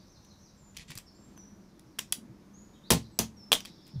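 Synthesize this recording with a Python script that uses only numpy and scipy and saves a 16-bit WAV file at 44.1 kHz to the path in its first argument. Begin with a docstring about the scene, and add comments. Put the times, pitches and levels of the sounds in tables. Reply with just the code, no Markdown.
"""Cat with a peg on its tail

A cat spins in a small paved yard, a plastic clothes peg on its tail. The peg clicks on the slabs
and bangs a sheet-metal cabinet, which booms and clangs; paws thud softly and scuff over grit.
The walls throw back a short echo, and small birds whistle and trill far off over a low outdoor hum."""
import sys
import numpy as np
from scipy import signal
from scipy.fft import rfft, irfft
from scipy.io import wavfile

SR = 44100
rng = np.random.default_rng(int(sys.argv[2]) if len(sys.argv) > 2 else 0)


def generate_wav(sig):
    """Save sig (samples, or channels by samples) to the path in sys.argv[1] as 16-bit PCM at SR."""
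    pcm = np.round(np.clip(np.atleast_2d(sig).T, -1, 1) * 32767).astype(np.int16)
    wavfile.write(sys.argv[1], SR, pcm)


N = 176400

# spectra of the still air and the distant hum (frequency [Hz], relative density [dB])
AIR_SPECTRUM = [(15, -42), (25, -5.5), (82, -1.5), (209, -2.5), (253, -11), (340, -18.5), (433, -14.5),
                (598, -14.5), (666, -19), (919, -16.5), (2920, -31), (6210, -27), (7910, -36.5),
                (13200, -37), (15500, -43)]
HUM_SPECTRUM = [(100, -22.5), (170, -10), (200, 5.5), (235, -6.5), (330, -5), (450, -19), (900, -27),
                (2500, -36.5), (8000, -67.5)]
# the hum's swells (time [s], level [dB])
HUM_SWELLS = [(0, -61), (.35, -64.5), (.9, -63.5), (1.35, -55.5), (1.65, -57.5), (2.049, -58.5), (2.3, -53),
              (2.55, -58), (2.85, -57.5), (4, -57)]
# trill notes (time [s], length [s], top pitch [Hz], relative level [dB])
TRILL_NOTES = [(-.125, 0.14, 6400, -58), (.04, 0.15, 6500, -58), (.205, .13, 6550, -56.5),
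               (.37, 0.14, 6600, -57.5), (1.6, 0.15, 5800, -68.5), (1.82, 0.17, 6000, -67.5),
               (2.05, .12, 6000, -66), (2.3, 0.16, 5900, -73), (3.611, 0.078, 5920, -51.5),
               (3.713, 0.089, 5830, -56), (3.802, .08, 5750, -57), (3.889, 0.088, 5830, -55.5)]
# a trill note's rise and fall (position [share of the note], pitch [share of the top pitch])
TRILL_CONTOUR = [(0, .72), (.22, .9), (.42, 0.96), (.6, .82), (.8, .63), (1, .52)]
# bird whistles and buzzy sweeps (time [s], length [s], first pitch [Hz], last [Hz], relative level [dB])
BIRD_WHISTLES = [(0.56, .175, 7780, 7050, -62), (0.869, 0.056, 7170, 7440, -63),
                 (1.056, .05, 5700, 5420, -58), (1.118, 0.19, 7180, 7410, -66),
                 (1.359, 0.089, 6330, 5859, -51.5), (1.447, .05, 5200, 5645, -66),
                 (2.525, 0.12, 5880, 6860, -57), (3.108, 0.094, 8100, 7760, -67),
                 (3.357, 0.12, 5900, 5264, -54)]
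BIRD_SWEEPS = [(1.061, 0.042, 5550, 4010, -55), (1.667, 0.031, 4430, 4037, -68),
               (2.732, 0.045, 3920, 2886, -60), (2.824, 0.073, 3310, 5300, -52),
               (3.008, 0.052, 5900, 3500, -55)]
# decay of the far reverb around the birds (frequency [Hz], t60 [s])
FAR_DECAY = [(3000, .6), (8000, .7)]
# peg hits (time [s], relative level [dB], body [dB], treble [dB], favoured ring [Hz], its lift [dB])
PEG_HITS = [(0.2486, -47, -12, -3, 6000, 14), (0.7678, -22, -16, -15.5, 3000, -0.5),
            (0.7716, -19.5, -24, -13.5, 5000, 4), (.785, -32, -13, -15, 2200, 10),
            (0.9038, -33.5, 4.5, -8.5, 1950, 9.5), (0.907, -30, -18, -7, 3000, 2),
            (0.9174, -28, -3, -11, 2000, 10), (0.9541, -34, -3, 1.5, 10000, 4),
            (0.9755, -29.5, -1.5, -6, 5000, 9), (.9778, -30, -10, 3, 8000, 4),
            (0.9859, -33.5, 3, 0, 8000, 8), (1.3767, -45.5, 14, 0, 1300, 4),
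            (1.795, -40, -12, -5, 9000, 3.5), (1.987, -19, 1, -10, 2500, -6),
            (1.9902, -17.5, -4, -0.5, 2400, 8.5), (1.9922, -12, -6, -9.5, 4950, 1),
            (2.1238, -13, -15, -0.5, 9800, 7), (2.1252, -12, -10.5, -1.5, 12000, -5),
            (2.127, -19, -2.5, -0.5, 3400, -10), (2.9045, -13.5, 12, 6.5, 9000, 2),
            (2.9081, -17, 3.5, -6, 5500, 9), (2.9212, -12, -5, 1.5, 6000, 4.5),
            (2.9355, -23, -12, 10.5, 4000, 7), (3.1899, -11.5, -23, 5.5, 5700, 12.5),
            (3.5186, -3, 0, -12.5, 3200, 9), (3.5289, -5.5, 3.5, -3, 3300, 9),
            (3.535, -12, -7, -3, 9000, 3), (3.552, -23.5, -19, -3, 3450, 18),
            (3.6053, -26, -8, -10, 5500, 6), (3.651, -27.5, -2, -11, 3500, 2),
            (3.656, -27, -3, -4.5, 3600, 5), (3.868, -49, -6, 3, 8100, 2), (3.878, -48, -8, 6.5, 10960, -1)]
# modes ringing in each click: the plastic peg's, plus a ring near 2 kHz
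# (frequency [Hz], relative level [dB], t60 [s])
CLICK_MODES = [(1084, -8.5, 0.017), (1595, -9, 0.013), (1970, -10.5, 0.017), (2500, -3.5, 0.0083),
               (3205, 1.5, .01), (3520, -8.5, 0.023), (4850, 0, 0.0082), (5690, -1.5, 0.0091),
               (7320, 3.5, 0.0036), (9350, -4, 0.0053), (10320, 3.5, 0.0056), (12100, -8, 0.0069),
               (13700, -6, .006)]
# decay of the yard's echo (frequency [Hz], t60 [s])
YARD_DECAY = [(150, .2), (500, 0.151), (3000, 0.18), (7000, 0.18), (15000, 0.13)]
# tone of the yard's echo (frequency [Hz], relative gain [dB])
YARD_EQ = [(100, -2), (400, 1), (1500, 2), (6000, 3), (15000, 0.5)]
# soft bumps of body and paws (time [s], pitch [Hz], relative level [dB], t60 [s])
CAT_THUDS = [(.62, 148, -47, 0.06), (.755, 64.4, -57, 0.13), (.897, 154, -37, 0.066),
             (.955, 114, -42, 0.069), (1.855, 133, -50, 0.14), (2.182, 232, -41, 0.044),
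             (2.228, 238, -51, 0.18), (2.295, 122.5, -42, 0.081), (2.941, 159.7, -24, 0.12),
             (3.70, 165, -46, 0.1), (3.936, 148, -41.5, 0.16), (3.957, 143.4, -28, 0.081),
             (3.978, 110, -30.5, 0.12)]
# scrapes over the slabs (time [s], length [s], level [dB])
PAW_SCUFFS = [(.74, 0.064, -60), (.775, 0.068, -49), (.875, 0.078, -50), (.95, 0.063, -52.5),
              (1.27, 0.12, -72), (3.65, 0.059, -56.5), (3.86, 0.052, -60.5)]
# spectrum of slipping grit (frequency [Hz], relative density [dB])
GRIT_SPECTRUM = [(200, 16), (1200, -22.5), (1900, 6), (4500, 3.5), (7000, -2), (11000, -10.5), (16000, -34)]
# blows on the cabinet (time [s], clang level [dB], relative boom level [dB])
CABINET_KNOCKS = [(2.9048, -16, -17), (2.921, -31.5, -25.5), (2.943, -44, -27.5), (3.1899, -26, -26.5),
                  (3.519, -26, -44), (3.5295, -26.5, -42.5)]
# the metal panel's low modes (frequency [Hz], relative level [dB], t60 [s])
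PANEL_MODES = [(68, -4.5, .35), (112.4, -5, 0.42), (136.4, -7, 0.3), (171, -1, .25), (223.3, 0, 0.37),
               (266, -2, .22), (341, -0.5, 0.11), (393.6, -4.5, 0.13), (450.8, -2, 0.13), (553, -9.5, 0.13),
               (625, -7.5, 0.14), (717, -10.5, .15), (794, -5, 0.12), (878, -2.5, .13), (1052, -7, 0.095)]
# its crowded upper modes (frequency [Hz], relative density [dB])
CLANG_SPECTRUM = [(60, -18), (250, 7.5), (500, 5), (1000, 1.5), (1700, -3.5), (3200, 1), (5500, 0),
                  (8000, -1.5), (11000, -2), (16000, -11)]
# their decay (frequency [Hz], t60 [s])
CLANG_DECAY = [(200, 0.12), (1000, 0.13), (4000, 0.13), (9000, 0.11), (16000, 0.078)]

YARD_DB, YARD_DELAY_S = -12, 0.00409
BODY_HZ, TREBLE_HZ, RING_OCTAVES = 1900, 6500, 0.19
MODE_SPREAD_DB, MODE_DETUNE = 3.5, 0.026
GRAINS_PER_S, GRAIN_SPREAD_DB = 6100, 3.5
THUD_RISE_S, BOOM_RISE_S = 0.0048, 0.0065


def amp(db):
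    """Decibels to gain."""
    return 10 ** (np.asarray(db) / 20)


def unit(x):
    """Scales to rms 1."""
    return x / np.sqrt(np.mean(x ** 2) + 1e-20)


def curve_at(points, hz):
    """Reads a table on a log-frequency axis."""
    f, value = np.transpose(points)
    return np.interp(np.log(hz + 1), np.log(f + 1), value)


def add(mix, s, sound):
    """Mixes a sound in at s seconds."""
    at = round(s * SR)
    sound = sound[max(-at, 0):]
    part = mix[max(at, 0):][:len(sound)]
    part += sound[:len(part)]


def equalise(x, db_at, size=4096):
    """Minimum-phase EQ whose gain in dB is a function of frequency."""
    log_gain = np.log(amp(db_at(abs(np.fft.fftfreq(size, 1 / SR)))))
    taps = np.fft.ifft(np.exp(np.conj(signal.hilbert(log_gain)))).real
    return signal.fftconvolve(x, taps[:size // 2])[:len(x)]


def noise(spectrum, count):
    """Steady noise of a given spectrum, at rms 1."""
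    gain = amp(curve_at(spectrum, np.fft.rfftfreq(count, 1 / SR)))
    return unit(irfft(rfft(rng.standard_normal(count)) * gain, count))


def drift(count, hz):
    """Smooth random motion, rolled off above hz."""
    rolloff = 1 + (np.fft.rfftfreq(count, 1 / SR) / hz) ** 4
    return unit(irfft(rfft(rng.standard_normal(count)) / rolloff, count))


def fade(t, t60):
    """Exponential decay, 60 dB down at t60."""
    return np.exp(-np.log(1000) * t / t60)


def die_away(x, t60s, size=256):
    """Lets each band of a sound fade at its own speed."""
    hz, t, bands = signal.stft(x, SR, nperseg=size)
    bands = bands * fade(t, curve_at(t60s, hz)[:, None])
    return signal.istft(bands, SR, nperseg=size)[1][:len(x)]


def echo(x, t60s, delay_s, size=SR):
    """Dense reflections after a pre-delay, from a fresh tail of energy 1."""
    tail = die_away(rng.choice([-1., 1.], size), t60s)
    tail *= np.arange(size) / SR > delay_s
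    return signal.fftconvolve(x, tail / np.linalg.norm(tail))[:len(x)]


def outdoor_bed():
    """Still air and a distant low hum that comes and goes."""
    air = noise(AIR_SPECTRUM, N) * amp(-60 - 0.54 * drift(N, hz=5))
    hum_db = np.interp(np.arange(N) / SR, *np.transpose(HUM_SWELLS))
    return air + noise(HUM_SPECTRUM, N) * amp(hum_db)


def bird_note(hz, level_db, waver=0.028):
    """A fluttering tone that swells and fades; a fast waver in pitch makes it buzzy."""
    cycles = np.cumsum(hz * (1 + waver * drift(len(hz), hz=200))) / SR
    flutter_db = 2.2 * drift(len(hz), hz=40)
    envelope = amp(level_db + flutter_db) * signal.windows.tukey(len(hz), .4)
    return envelope * np.sin(2 * np.pi * cycles)


def far_off(x, direct_db=-10.5, echo_db=-4.5, delay_s=0.006):
    """Distance: part of the sound comes straight, part by way of walls and roofs."""
    return amp(direct_db) * x + amp(echo_db) * echo(x, FAR_DECAY, delay_s)


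def birds():
    """Thin whistles that settle on a pitch; farther off, buzzy sweeps and trills of arching slurs."""
    whistles, sweeps = np.zeros((2, N))
    for s, length, first_hz, last_hz, db in BIRD_WHISTLES:
        progress = np.linspace(0, 1, int(length * SR))
        pitch = last_hz + (first_hz - last_hz) * (1 - progress) ** 3.6
        add(whistles, s, bird_note(pitch, db, waver=0.006))
    for s, length, first_hz, last_hz, db in BIRD_SWEEPS:
        pitch = np.geomspace(first_hz, last_hz, int(length * SR))
        add(sweeps, s, bird_note(pitch, db))
    song = far_off(whistles, direct_db=-3.5, echo_db=-5.5, delay_s=0.0041) + far_off(sweeps)
    for s, length, top_hz, db in TRILL_NOTES:
        progress = np.linspace(0, 1, int(length * SR))
        pitch = top_hz * np.interp(progress, *np.transpose(TRILL_CONTOUR))
        add(song, s, far_off(np.pad(bird_note(pitch, db), (0, SR // 2))))
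    return song


def peg_click(level_db, body_db, treble_db, ring_hz, lift_db, crack_db):
    """A crack and a brief ring; the point of contact favours one range of modes."""
    def contact_eq(hz):
        """Low shelf, high shelf and a bell on the favoured ring."""
        body = body_db / (1 + (hz / BODY_HZ) ** 4)
        treble = treble_db * (1 - 1 / (1 + (hz / TREBLE_HZ) ** 4))
        bell = lift_db * np.exp(-.5 * (np.log2((hz + 1) / ring_hz) / RING_OCTAVES) ** 2)
        return body + treble + bell

    t = np.arange(SR // 16) / SR
    ring = np.zeros(len(t))
    for hz, db, t60 in CLICK_MODES:
        gain = amp(db + MODE_SPREAD_DB * rng.standard_normal()) * rng.choice([-1, 1])
        pitch = hz * (1 + MODE_DETUNE * rng.standard_normal())
        ring += gain * fade(t, t60) * np.sin(2 * np.pi * pitch * t)
    crack = rng.standard_normal(len(t)) * fade(t, t60=0.013)
    click = unit(ring) + amp(crack_db) * unit(crack)
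    click /= np.sqrt(np.sum(click ** 2) / (SR // 4000))  # the energy of a quarter millisecond at rms 1
    return amp(level_db) * equalise(click, contact_eq)


def peg():
    """Each hit lands in a new spot, so the walls return it by new paths, with more crack than ring."""
    direct, returned = np.zeros((2, N))
    for s, *hit in PEG_HITS:
        add(direct, s, peg_click(*hit, crack_db=0.5))
        scattered = np.pad(peg_click(*hit, crack_db=5), (0, SR // 5))
        add(returned, s, echo(scattered, YARD_DECAY, YARD_DELAY_S, size=SR // 4))
    return direct, returned


def cat_thud(hz, level_db, t60):
    """A padded blow: a few low, damped swings."""
    t = np.arange(SR // 3) / SR
    envelope = (1 - np.exp(-t / THUD_RISE_S)) * fade(t, t60)
    return 2 * amp(level_db) * envelope * np.sin(2 * np.pi * hz * t)


def paw_scuff(length, level_db):
    """Grains of grit catch and slip under one short stroke."""
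    count = int(length * SR)
    grains = rng.standard_normal(count) * amp(GRAIN_SPREAD_DB * rng.standard_normal(count))
    grains *= rng.random(count) < GRAINS_PER_S / SR
    grit = unit(equalise(grains, lambda hz: curve_at(GRIT_SPECTRUM, hz)))
    stroke = np.sin(np.pi * np.linspace(0, 1, count) ** 0.81)
    return amp(level_db) * grit * stroke


def cabinet_knock(clang_db, boom_db):
    """The sheet metal booms in its low modes under a clang of crowded high ones."""
    t = np.arange(SR // 2) / SR
    boom = sum(amp(db) * fade(t, t60) * (-1) ** k * np.sin(2 * np.pi * hz * t)
               for k, (hz, db, t60) in enumerate(PANEL_MODES))
    boom *= 1 - np.exp(-t / BOOM_RISE_S)
    clang = die_away(noise(CLANG_SPECTRUM, len(t)), CLANG_DECAY)
    return amp(clang_db) * clang + .5 * amp(boom_db) * boom


def scene():
    """Peg, cabinet and cat between the yard walls, with the birds and the outdoor bed beyond."""
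    near = np.zeros(N)
    for cues, source in (CABINET_KNOCKS, cabinet_knock), (PAW_SCUFFS, paw_scuff), (CAT_THUDS, cat_thud):
        for s, *cue in cues:
            add(near, s, source(*cue))
    clicks, click_echoes = peg()
    echoes = click_echoes + echo(near, YARD_DECAY, YARD_DELAY_S)
    walls = equalise(echoes, lambda hz: YARD_DB + curve_at(YARD_EQ, hz))
    return (near + clicks + walls + birds() + outdoor_bed())[None]


def record(dry):
    """A steep low-pass trims the very top of the mix."""
    lowpass = signal.firwin(255, cutoff=15600, window=("kaiser", 8), fs=SR)
    return signal.oaconvolve(dry, lowpass[None], "same")


dry = scene()
out = record(dry)
generate_wav(out)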